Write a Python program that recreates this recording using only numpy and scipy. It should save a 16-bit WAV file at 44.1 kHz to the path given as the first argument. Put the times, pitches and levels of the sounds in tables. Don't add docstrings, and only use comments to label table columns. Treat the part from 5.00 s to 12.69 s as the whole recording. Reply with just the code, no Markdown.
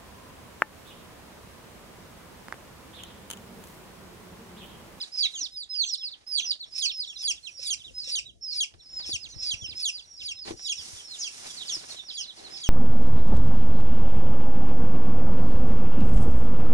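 import sys
import numpy as np
from scipy import signal
from scipy.fft import rfft, irfft, next_fast_len
from scipy.io import wavfile
from scipy.ndimage import uniform_filter1d, map_coordinates

SR = 44100
rng = np.random.default_rng(int(sys.argv[2]) if len(sys.argv) > 2 else 0)


def inscribe(sig):
    pcm = np.round(np.clip(np.atleast_2d(sig).T, -1, 1) * 32767)
    wavfile.write(sys.argv[1], SR, pcm.astype(np.int16))


N = 339129
TIME_S = np.arange(N) / SR


def amp(db):
    return 10 ** (np.asarray(db) / 20)


def unit_rms(x):
    return x / np.sqrt(np.mean(x ** 2) + 1e-20)


def along(points, hz):
    f, v = np.transpose(points)
    return np.interp(np.log(hz + 1), np.log(f + 1), v)


def wobble(rate_hz, size=N):
    knots = rng.standard_normal(int(size * rate_hz / SR) + 4)
    return map_coordinates(knots, [np.arange(size) * rate_hz / SR])


def filtered(x, response):
    size = next_fast_len(x.shape[-1] + 8192)
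    return irfft(rfft(x, size) * response(np.fft.rfftfreq(size, 1 / SR)), size)[..., :N]


def add(track, start_s, sound):
    part = track[..., round(start_s * SR):][..., :sound.shape[-1]]
    part += sound[..., :part.shape[-1]]


# frequency in Hz, left-right coherence from 0 to 1.
COHERENCE = [(200, 0.5), (900, 0.67), (2200, 0.47), (6000, 0.2), (9000, 0.98)]

def diffuse(pair, spectrum):
    def response(hz):
        angle = np.arccos(np.clip(along(COHERENCE, hz), 0, 1)) / 2
        return amp(along(spectrum, hz)) * [np.cos(angle), np.sin(angle)]
    mid, side = filtered(pair, response)
    return np.array([mid + side, mid - side])


def grainy_noise(spectrum, depth_db, rate_hz):
    grains = rng.standard_normal((2, N)) * amp(depth_db * wobble(rate_hz))
    return unit_rms(diffuse(grains, spectrum))


# time in seconds, then rumble, rustle and hiss levels in dB.
HANDLING_LEVELS = [(0, -91, -53.5, -52.5), (.45, -60.5, -60, -54.5), (0.6, -70, -69, -65),
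                   (1.2, -74, -62, -66), (2.3, -67, -63.5, -59.5), (3.0, -61, -71.5, -54),
                   (3.4, -63, -93.5, -70.5), (3.9, -62.5, -60, -63), (4.6, -51, -59, -55.5),
                   (4.85, -69.5, -66, -60), (5.4, -59.5, -64, -64), (5.8, -70.5, -66, -47),
                   (5.95, -73, -67.5, -37.5), (6.08, -88, -55, -50), (6.3, -86, -56.5, -40.5),
                   (6.9, -72, -52.5, -44.5), (7.06, -66, -59, -55.5), (7.69, -80.5, -56, -57.5)]

def handling_gain(layer, drift_db, rate_hz):
    times_s, *levels_db = np.transpose(HANDLING_LEVELS)
    level_db = np.interp(TIME_S, times_s, levels_db[("rumble", "rustle", "hiss").index(layer)])
    return amp(level_db + drift_db * wobble(rate_hz))


# frequency in Hz, spectral density in dB.
GRIP_SPECTRUM = [(20, -38), (50, 2), (90, -5), (200, -15), (700, -19), (1200, -76)]

def grip_rumble():
    gain = handling_gain("rumble", drift_db=2.5, rate_hz=7)
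    return gain * grainy_noise(GRIP_SPECTRUM, depth_db=3.5, rate_hz=28)


# frequency in Hz, spectral density in dB.
SHAVINGS_SPECTRUM = [(100, -6.5), (400, -5.5), (800, -2), (1250, -7.5), (2200, -8), (5000, -8.5),
                     (10000, -55)]

def shavings_rustle():
    gain = handling_gain("rustle", drift_db=2.4, rate_hz=11)
    return gain * grainy_noise(SHAVINGS_SPECTRUM, depth_db=3, rate_hz=70)


# start in seconds, level in dB.
FINGER_TAPS = [(3.738, -49.5), (3.997, -41), (4.093, -42.5), (5.507, -40), (5.593, -47), (5.795, -50),
               (6.766, -41.5), (6.944, -44), (7.084, -49.5)]

def finger_taps(t60_s=0.06, attack_s=0.00058):
    gate, t = np.zeros(N), np.arange(SR // 10) / SR
    for start_s, db in FINGER_TAPS:
        add(gate, start_s, amp(db - 60 * t / t60_s) * (1 - np.exp(-t / attack_s)))
    return gate * unit_rms(diffuse(rng.standard_normal((2, N)), SHAVINGS_SPECTRUM))


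def blow(modes, thud_db=0, attack_s=0.0018, crack_t60_s=0.01):
    t = np.arange(SR // 5) / SR
    levels_db = np.array(modes)[:, 1] + rng.normal(0, 0.84, len(modes))
    levels_db[-1] += thud_db
    ring = sum(amp(db - 60 * t / t60_s) * np.sin(2 * np.pi * hz * t)
               for (hz, _, t60_s), db in zip(modes, levels_db))
    crack = 0.24 * amp(-60 * t / crack_t60_s) * rng.standard_normal(len(t))
    return ring * (1 - np.exp(-t / attack_s)) + crack


# frequency in Hz, level in dB, T60 in seconds.
TUB_MODES = [(526, 6, 0.05), (300, -7.5, 0.033)]
# start in seconds, level in dB.
BEAK_PECKS = [(2.592, -44), (2.907, -49.5), (3.074, -44.5), (3.133, -50)]

def beak_pecks():
    track = np.zeros(N)
    for start_s, db in BEAK_PECKS:
        add(track, start_s, amp(db) * blow(TUB_MODES))
    return track


# frequency in Hz, level in dB, T60 in seconds.
BOX_MODES = [(336, -1.5, 0.043), (435, 1.5, 0.018), (766, -13, 0.04), (84, 11, 0.05)]
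# start in seconds, level in dB, thud gain in dB.
BOX_KNOCKS = [(0.422, -44.5, -25), (3.744, -48, -4.5), (4.091, -32, -36), (4.137, -59, 17),
              (4.362, -47.5, 4), (4.538, -60.5, 17.5), (4.623, -54, 12), (4.685, -43, -12.5),
              (5.508, -21, -25.5), (5.538, -35, -13), (5.79, -65, 13.5), (5.932, -57.5, 9.5),
              (6.766, -39.5, -28.5)]

def box_knocks():
    track = np.zeros(N)
    for start_s, db, thud_db in BOX_KNOCKS:
        add(track, start_s, amp(db) * blow(BOX_MODES, thud_db))
    return track


# start in seconds, end in seconds, level in dB.
LID_SCRAPES = [(5.443, 5.545, -40), (5.842, 5.97, -59), (7.351, 7.613, -52.5)]
# frequency in Hz, spectral density in dB.
CARD_SPECTRUM = [(2000, -17.5), (4300, -12), (5500, -5.5), (8000, -12), (10300, -12.5)]

def cardboard_friction(rise_s=0.039, fall_s=0.066, width_hz=90):
    def hollow(f):
        return 1 + sum(1j * f * width_hz / (hz * hz - f * f + 1j * f * width_hz)
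                       for hz, _, _ in BOX_MODES[:3])
    scrape = sum(amp(db) * np.clip(np.minimum((TIME_S - start) / rise_s, (end - TIME_S) / fall_s), 0, 1)
                 for start, end, db in LID_SCRAPES)
    body = filtered(grainy_noise(SHAVINGS_SPECTRUM, depth_db=2, rate_hz=200), hollow)
    hiss_gain = handling_gain("hiss", drift_db=2.65, rate_hz=12) + 0.8 * scrape
    return scrape * body + hiss_gain * grainy_noise(CARD_SPECTRUM, depth_db=1, rate_hz=90)


# frequency in Hz, overtone gain in dB.
BEAK_RESPONSE = [(7300, -2), (8200, -11.5), (9500, -11), (10700, -17.5)]

def syrinx(corners, octave_db, rasp_db, breath_rad, edge_s=0.0065):
    s, hz, db = np.transpose(corners)
    held, hoarse = len(s) == 3, len(s) == 4
    t = np.arange(s[0] - edge_s, s[-1] + edge_s, 1 / SR)
    age_s, size = t - t[0], len(t)
    leg = np.clip(np.searchsorted(s, t) - 1, 0, len(s) - 2)
    progress = np.maximum(t - s[leg], 0) / np.diff(s)[leg]

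    bend = np.where((leg == 0) & (held or hoarse), 1.9, np.where(leg == 2, 1.7, 1.15))
    pitch = hz[leg] + np.diff(hz)[leg] * progress ** bend
    pitch *= 1 + 0.066 * hoarse * (leg == 0) * np.sin(np.pi * progress) ** 2
    scoop, scoop_s = (0.0718, 0.01104) if held else (0.0293, 0.0071)
    jitter = 0.01149 * wobble(61.1, size) + 0.0083 * wobble(25.04, size)
    pitch = uniform_filter1d(pitch, 150) * (1 - scoop * np.exp(-age_s / scoop_s) + jitter)
    pitch *= 1 - 0.049 * np.exp((t - t[-1]) / 0.0078)

    strain = np.clip((pitch - 4550) / 550, 0.1, 1) * np.minimum(age_s / 0.05, 1)
    flutter = amp(rasp_db) * strain * (0.32 * wobble(300.7, size) + 0.44 * wobble(3500, size))
    flutter = 2.45 * np.tanh(flutter / 3.07)
    phase = 2 * np.pi * np.cumsum(pitch) / SR
    phase += (breath_rad + 1.6 * hoarse * strain ** 2) * wobble(350, size)
    subharmonic = 0.18 * hoarse * amp(rasp_db) * strain * np.cos(phase / 2 + 1.56 * wobble(400, size))
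    tone = np.sin(phase + 0.8 * flutter) * (1 + 0.384 * flutter + subharmonic)

    faltering = (leg == 0) & (progress < 0.5) | (leg == 1) & (progress < 0.7)
    falter_db = uniform_filter1d(-12.0 * hoarse * faltering, 150)
    for k, offset_db in ((2, 4), (3, 5 + min(octave_db, -2) / 2)):
        gain = amp(octave_db + offset_db + falter_db + along(BEAK_RESPONSE, k * pitch))
        tone += gain * np.sin(k * (phase + flutter)) * (k * pitch < 12000)

    level_bend = np.where((leg == 1) & held, 0.6, 1.11)
    level_db = db[leg] + np.diff(db)[leg] * np.minimum(progress, 1) ** level_bend
    waver_db = 1.6 * wobble(90, size)
    fade = np.clip(np.minimum(0.87 * age_s, t[-1] - t) / (2 * edge_s), 0, 1)
    tone *= np.sqrt(2) * amp(level_db + waver_db) * fade
    wall_echo = np.pad(tone, (rng.integers(40, 130), 0))[:size]
    return tone + 0.35 * wall_echo


# start, hold and fall in seconds, first, knee and last pitch in Hz,
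# knee level in dB, octave gain in dB.
HELD_WHISTLES = [(0.124, 0.13, 0.022, 5277, 3995, 3390, -26, -39),
                 (0.314, 0.046, 0.044, 4280, 3270, 2590, -39.5, -25),
                 (0.333, 0.0764, 0.028, 7300, 7060, 6200, -47, -32),
                 (0.346, 0.089, 0.034, 6750, 5310, 3140, -31, -18),
                 (0.513, 0.093, 0.038, 5230, 4570, 3400, -36, -10),
                 (0.695, 0.13, 0.024, 5250, 4140, 2800, -27.5, -22),
                 (0.808, 0.082, 0.012, 7600, 7550, 6800, -44, -31),
                 (0.814, 0.12, 0.02, 6380, 5080, 3420, -31, -7.5),
                 (0.855, 0.024, 0.029, 4390, 4710, 2910, -40, -16.5),
                 (0.971, 0.086, 0.036, 5350, 4770, 3770, -31.5, -17),
                 (1.269, 0.11, 0.025, 5210, 4360, 2720, -29, -6.5),
                 (1.399, 0.12, 0.018, 6335, 4426, 3270, -30.5, -14),
                 (1.456, 0.049, 0.014, 5070, 5015, 3490, -31.5, -14),
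                 (1.749, 0.14, 0.031, 5440, 4120, 2720, -31, -29.5),
                 (1.914, 0.09, 0.049, 5474, 4960, 3150, -31, -15),
                 (2.063, 0.016, 0.057, 4840, 3740, 2680, -39, -11),
                 (2.17, 0.027, .01, 6045, 6000, 5520, -45, -29),
                 (2.431, 0.048, 0.018, 4440, 2820, 2530, -41, -10),
                 (2.833, 0.015, 0.052, 3320, 3900, 2660, -43, -20),
                 (2.943, 0.042, 0.125, 5150, 5040, 2800, -31.5, -31),
                 (3.239, 0.03, 0.042, 3800, 3870, 2950, -47, -17),
                 (3.891, 0.098, 0.075, 5450, 4985, 2830, -34.5, -21),
                 (4.266, 0.065, 0.04, 6100, 6250, 4440, -47, -32),
                 (4.356, 0.095, 0.046, 5440, 4990, 3670, -36.5, -26),
                 (4.633, 0.062, 0.043, 5470, 5050, 2340, -38, -38),
                 (4.869, 0.09, 0.051, 5190, 4790, 2826, -37.5, -12),
                 (5.315, 0.11, 0.03, 5280, 5010, 4000, -42.5, -47),
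                 (7.003, 0.092, 0.01, 5770, 5130, 4700, -49.5, -24.5),
                 (7.18, 0.027, 0.054, 5560, 5300, 3460, -37.5, -33),
                 (4.19, 0.037, 0.046, 5160, 4980, 2470, -39.5, -16.5),
                 (5.569, 0.083, 0.025, 5740, 5470, 4950, -40.5, -30),
                 (6.075, 0.066, 0.023, 4565, 3770, 2920, -40.5, -32),
                 (3.807, 0.016, .012, 5780, 5600, 5100, -57, -29),
                 (3.835, 0.018, 0.018, 5650, 5330, 4370, -54, -30),
                 (5.027, 0.13, 0.043, 5800, 5420, 5110, -50.5, -24.5),
                 (4.265, 0.043, 0.012, 7250, 7030, 6740, -53, -31),
                 (7.434, 0.027, 0.018, 4400, 4100, 3563, -46, -36),
                 (7.502, 0.063, 0.011, 5193, 5220, 3460, -42, -7)]

def held_whistles(swell_db=12, fade_db_per_s=186, rasp_db=-15):
    for start_s, hold_s, fall_s, first_hz, knee_hz, last_hz, db, octave_db in HELD_WHISTLES:
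        corners = [(start_s, first_hz, db - swell_db), (start_s + hold_s, knee_hz, db),
                   (start_s + hold_s + fall_s, last_hz, db - fade_db_per_s * fall_s)]
        yield start_s, 0, octave_db, rasp_db, corners


# start and length in seconds, first and last pitch in Hz, end level in dB, octave gain in dB.
GLIDE_WHISTLES = [(0, 0.036, 5330, 3680, -33.5, -14.5), (0, 0.0072, 4140, 3300, -34.5, -38),
                  (0.372, .059, 4700, 3390, -45, -41.5), (0.694, 0.073, 4555, 2685, -46.5, -9.5),
                  (0.525, 0.049, 4070, 3550, -52.5, -26.5), (0.902, 0.045, 4480, 3900, -43, -29),
                  (0.977, .065, 4160, 2690, -44, -37.5), (1.115, 0.031, 4830, 2980, -43.5, -53),
                  (1.398, .058, 4250, 2723, -38, -15), (1.597, 0.049, 4680, 3420, -39.5, -20),
                  (2.044, 0.11, 5570, 5570, -49.5, -34), (2.159, 0.016, 4300, 3618, -38, -44),
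                  (2.501, 0.065, 5770, 5490, -52, -21), (2.553, 0.037, 5650, 5310, -47, -25),
                  (2.656, 0.021, 4227, 3500, -37.5, 2), (3.115, 0.019, 4380, 3850, -40, -28),
                  (3.415, .086, 5590, 4850, -35.5, -21), (3.499, 0.041, 4820, 4110, -38.5, -22),
                  (3.921, 0.082, 7090, 6910, -52.5, -35), (4.11, 0.045, 5630, 5730, -49, -30),
                  (4.614, 0.055, 3525, 2630, -40.5, -9), (4.566, 0.068, 5820, 5530, -46, -37),
                  (5.195, 0.033, 4120, 2590, -43.5, -33), (7.086, 0.03, 4720, 3130, -37.5, -27),
                  (5.769, .05, 3910, 2950, -48, -17), (5.952, 0.06, 3740, 3270, -51, -30),
                  (1.656, 0.078, 5470, 5180, -54, -32), (5.75, .055, 5970, 4830, -42, -27),
                  (6.454, .06, 4210, 3200, -49.5, -29), (6.139, 0.073, 7370, 6900, -45, -36),
                  (6.188, 0.059, 6810, 4590, -33, -38), (5.982, .14, 5790, 5140, -45.5, -38),
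                  (5.509, 0.039, 6100, 5740, -55.5, -37), (5.652, 0.033, 3995, 3050, -37, -4),
                  (6.479, 0.066, 5530, 4760, -52, -31), (6.561, 0.055, 4700, 3290, -42.5, -12),
                  (6.61, .024, 4020, 3105, -35.5, -12.5), (6.687, 0.071, 6920, 4990, -31, -38),
                  (6.901, 0.027, 4520, 3780, -43.5, -32), (6.969, 0.043, 3990, 3440, -41, -39.5),
                  (7.275, 0.034, 4210, 3280, -40.5, -41), (7.503, 0.058, 5720, 5460, -53.5, -36)]

def glide_whistles(swell_db_per_s=79, rasp_db=-15):
    for start_s, length_s, first_hz, last_hz, db, octave_db in GLIDE_WHISTLES:
        corners = [(start_s, first_hz, db - swell_db_per_s * length_s), (start_s + length_s, last_hz, db)]
        yield start_s, 0, octave_db, rasp_db, corners


def far_answers(flock, cues, count=44, level_db=-52, max_lag_s=0.3, octave_db=-18, rasp_db=-14):
    for pick, cue, lag in rng.random((count, 3)):
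        corners = flock[int(pick * len(flock))][-1]
        start_s = cues[int(cue * len(cues))][0] + max_lag_s * lag
        yield start_s, level_db - max(db for _, _, db in corners), octave_db, rasp_db, corners


# start, hold, drop and tail in seconds, last pitch in Hz,
# levels before and after the drop in dB, octave and rasp gains in dB.
HOARSE_CALLS = [(0.138, 0.082, 0.015, 0.029, 2344, -29.5, -31, -8, -1),
                (1.303, 0.06, 0.017, 0.028, 2515, -37, -33, -8.5, 0),
                (1.724, 0.083, 0.019, 0.039, 2440, -33, -32.5, 1, 5),
                (2.172, 0.095, 0.015, .042, 2420, -30.5, -32.5, 0, 1),
                (2.572, 0.12, 0.015, 0.037, 2464, -33, -32.5, 2.5, 5),
                (3.025, 0.12, .013, 0.038, 2465, -31.5, -31.5, -2.5, 6.5),
                (3.495, 0.1, 0.014, 0.035, 2480, -30.5, -29, -4, 2),
                (4.017, 0.099, 0.019, .032, 2449, -32.5, -32.5, -3.5, 4),
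                (4.385, 0.11, .018, 0.034, 2490, -31, -33, -6, 4),
                (4.752, 0.088, 0.018, .044, 2594, -31, -32.5, -2, 1.5),
                (5.17, .105, 0.012, 0.04, 2530, -35.5, -37.5, -4.5, 4.5),
                (5.571, 0.11, .017, 0.035, 2530, -38.5, -35, 0, 2),
                (6.187, 0.047, 0.0079, 0.045, 2390, -38, -43, 0.5, 5.5),
                (6.648, 0.035, 0.017, 0.027, 2830, -42, -37.5, -11, -15),
                (7.083, 0.077, 0.014, 0.047, 2600, -41, -39.5, -1.5, 6.5),
                (7.528, 0.099, 0.011, 0.044, 2560, -42.5, -39.5, -2, 9.5)]

def hoarse_calls(held_hz=4993, sagged_hz=4640, low_hz=3334, swell_db=11.5, fade_db=1.5):
    for start_s, hold_s, drop_s, tail_s, last_hz, held_db, low_db, octave_db, rasp_db in HOARSE_CALLS:
        break_s = start_s + hold_s
        corners = [(start_s, held_hz, held_db - swell_db), (break_s, sagged_hz, held_db),
                   (break_s + drop_s, low_hz, low_db),
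                   (break_s + drop_s + tail_s, last_hz, low_db - fade_db)]
        yield start_s, 0, octave_db, rasp_db, corners


# frequency in Hz, gain in dB.
TUB_RESPONSE = [(2600, 1.5), (3300, 2), (4050, 0), (4500, 2), (5050, 0.5), (5900, 0.5), (6700, -2)]

def chicks():
    flock = [*held_whistles(), *glide_whistles()]
    hoarse = list(hoarse_calls())
    track = np.zeros((2, N))
    for start_s, gain_db, octave_db, rasp_db, corners in [*flock, *hoarse, *far_answers(flock, hoarse)]:
        gains = amp(gain_db + rng.normal(0, 1) * np.array([[1], [-1]]))
        breath_rad = 0.46 if start_s > 5 else 0.16
        add(track, max(start_s - 0.006, 0), gains * syrinx(corners, octave_db, rasp_db, breath_rad))
    return filtered(track, lambda hz: amp(along(TUB_RESPONSE, hz)))


def wall_reverb(x, t60_s=0.17, block=SR // 4):
    wet, t = np.zeros((2, N)), np.arange(SR // 3) / SR
    for start in range(0, N, block):
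        tail = rng.standard_normal((2, len(t))) * amp(-60 * t / t60_s) * (t > 0.002)
        tail /= np.linalg.norm(tail[0])
        add(wet, start / SR, signal.fftconvolve(x[None, start:start + block], tail, axes=1))
    return diffuse(wet, [(2500, -2.3), (5000, -0.79)])


def scene():
    turned = np.interp(TIME_S, [5.4, 5.9], [0, 1])
    voices = chicks()
    voices -= 0.24 * turned * filtered(voices, lambda hz: hz > 7200)
    direct = voices + box_knocks() + beak_pecks()
    room = amp(-8 + 4.7 * turned) * wall_reverb(direct.mean(axis=0))
    return direct + room + shavings_rustle() + cardboard_friction() + grip_rumble() + finger_taps()


# frequency in Hz, left minus right level in dB.
STEREO_BALANCE = [(60, 5), (140, 2.5), (340, 1.5), (790, 2), (1880, -3), (4450, -6), (10500, 2)]
# frequency in Hz, left phase lead in radians.
LEFT_LEAD = [(0, 8), (260, 0.0), (520, -2.5), (2330, -2), (3960, -5), (4740, -2.5), (5510, -0.3), (7410, 2),
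             (8530, 1.43), (9650, 1.83), (10700, 3)]
BAND_LIMIT_HZ = 11127

def record(dry):
    def response(hz):
        half = np.array([[0.5], [-0.5]])
        gain = amp(half * along(STEREO_BALANCE, hz)) * (hz < BAND_LIMIT_HZ)
        return gain * np.exp(1j * half * along(LEFT_LEAD, hz))
    return filtered(dry, response)


dry = scene()
out = record(dry)
inscribe(out)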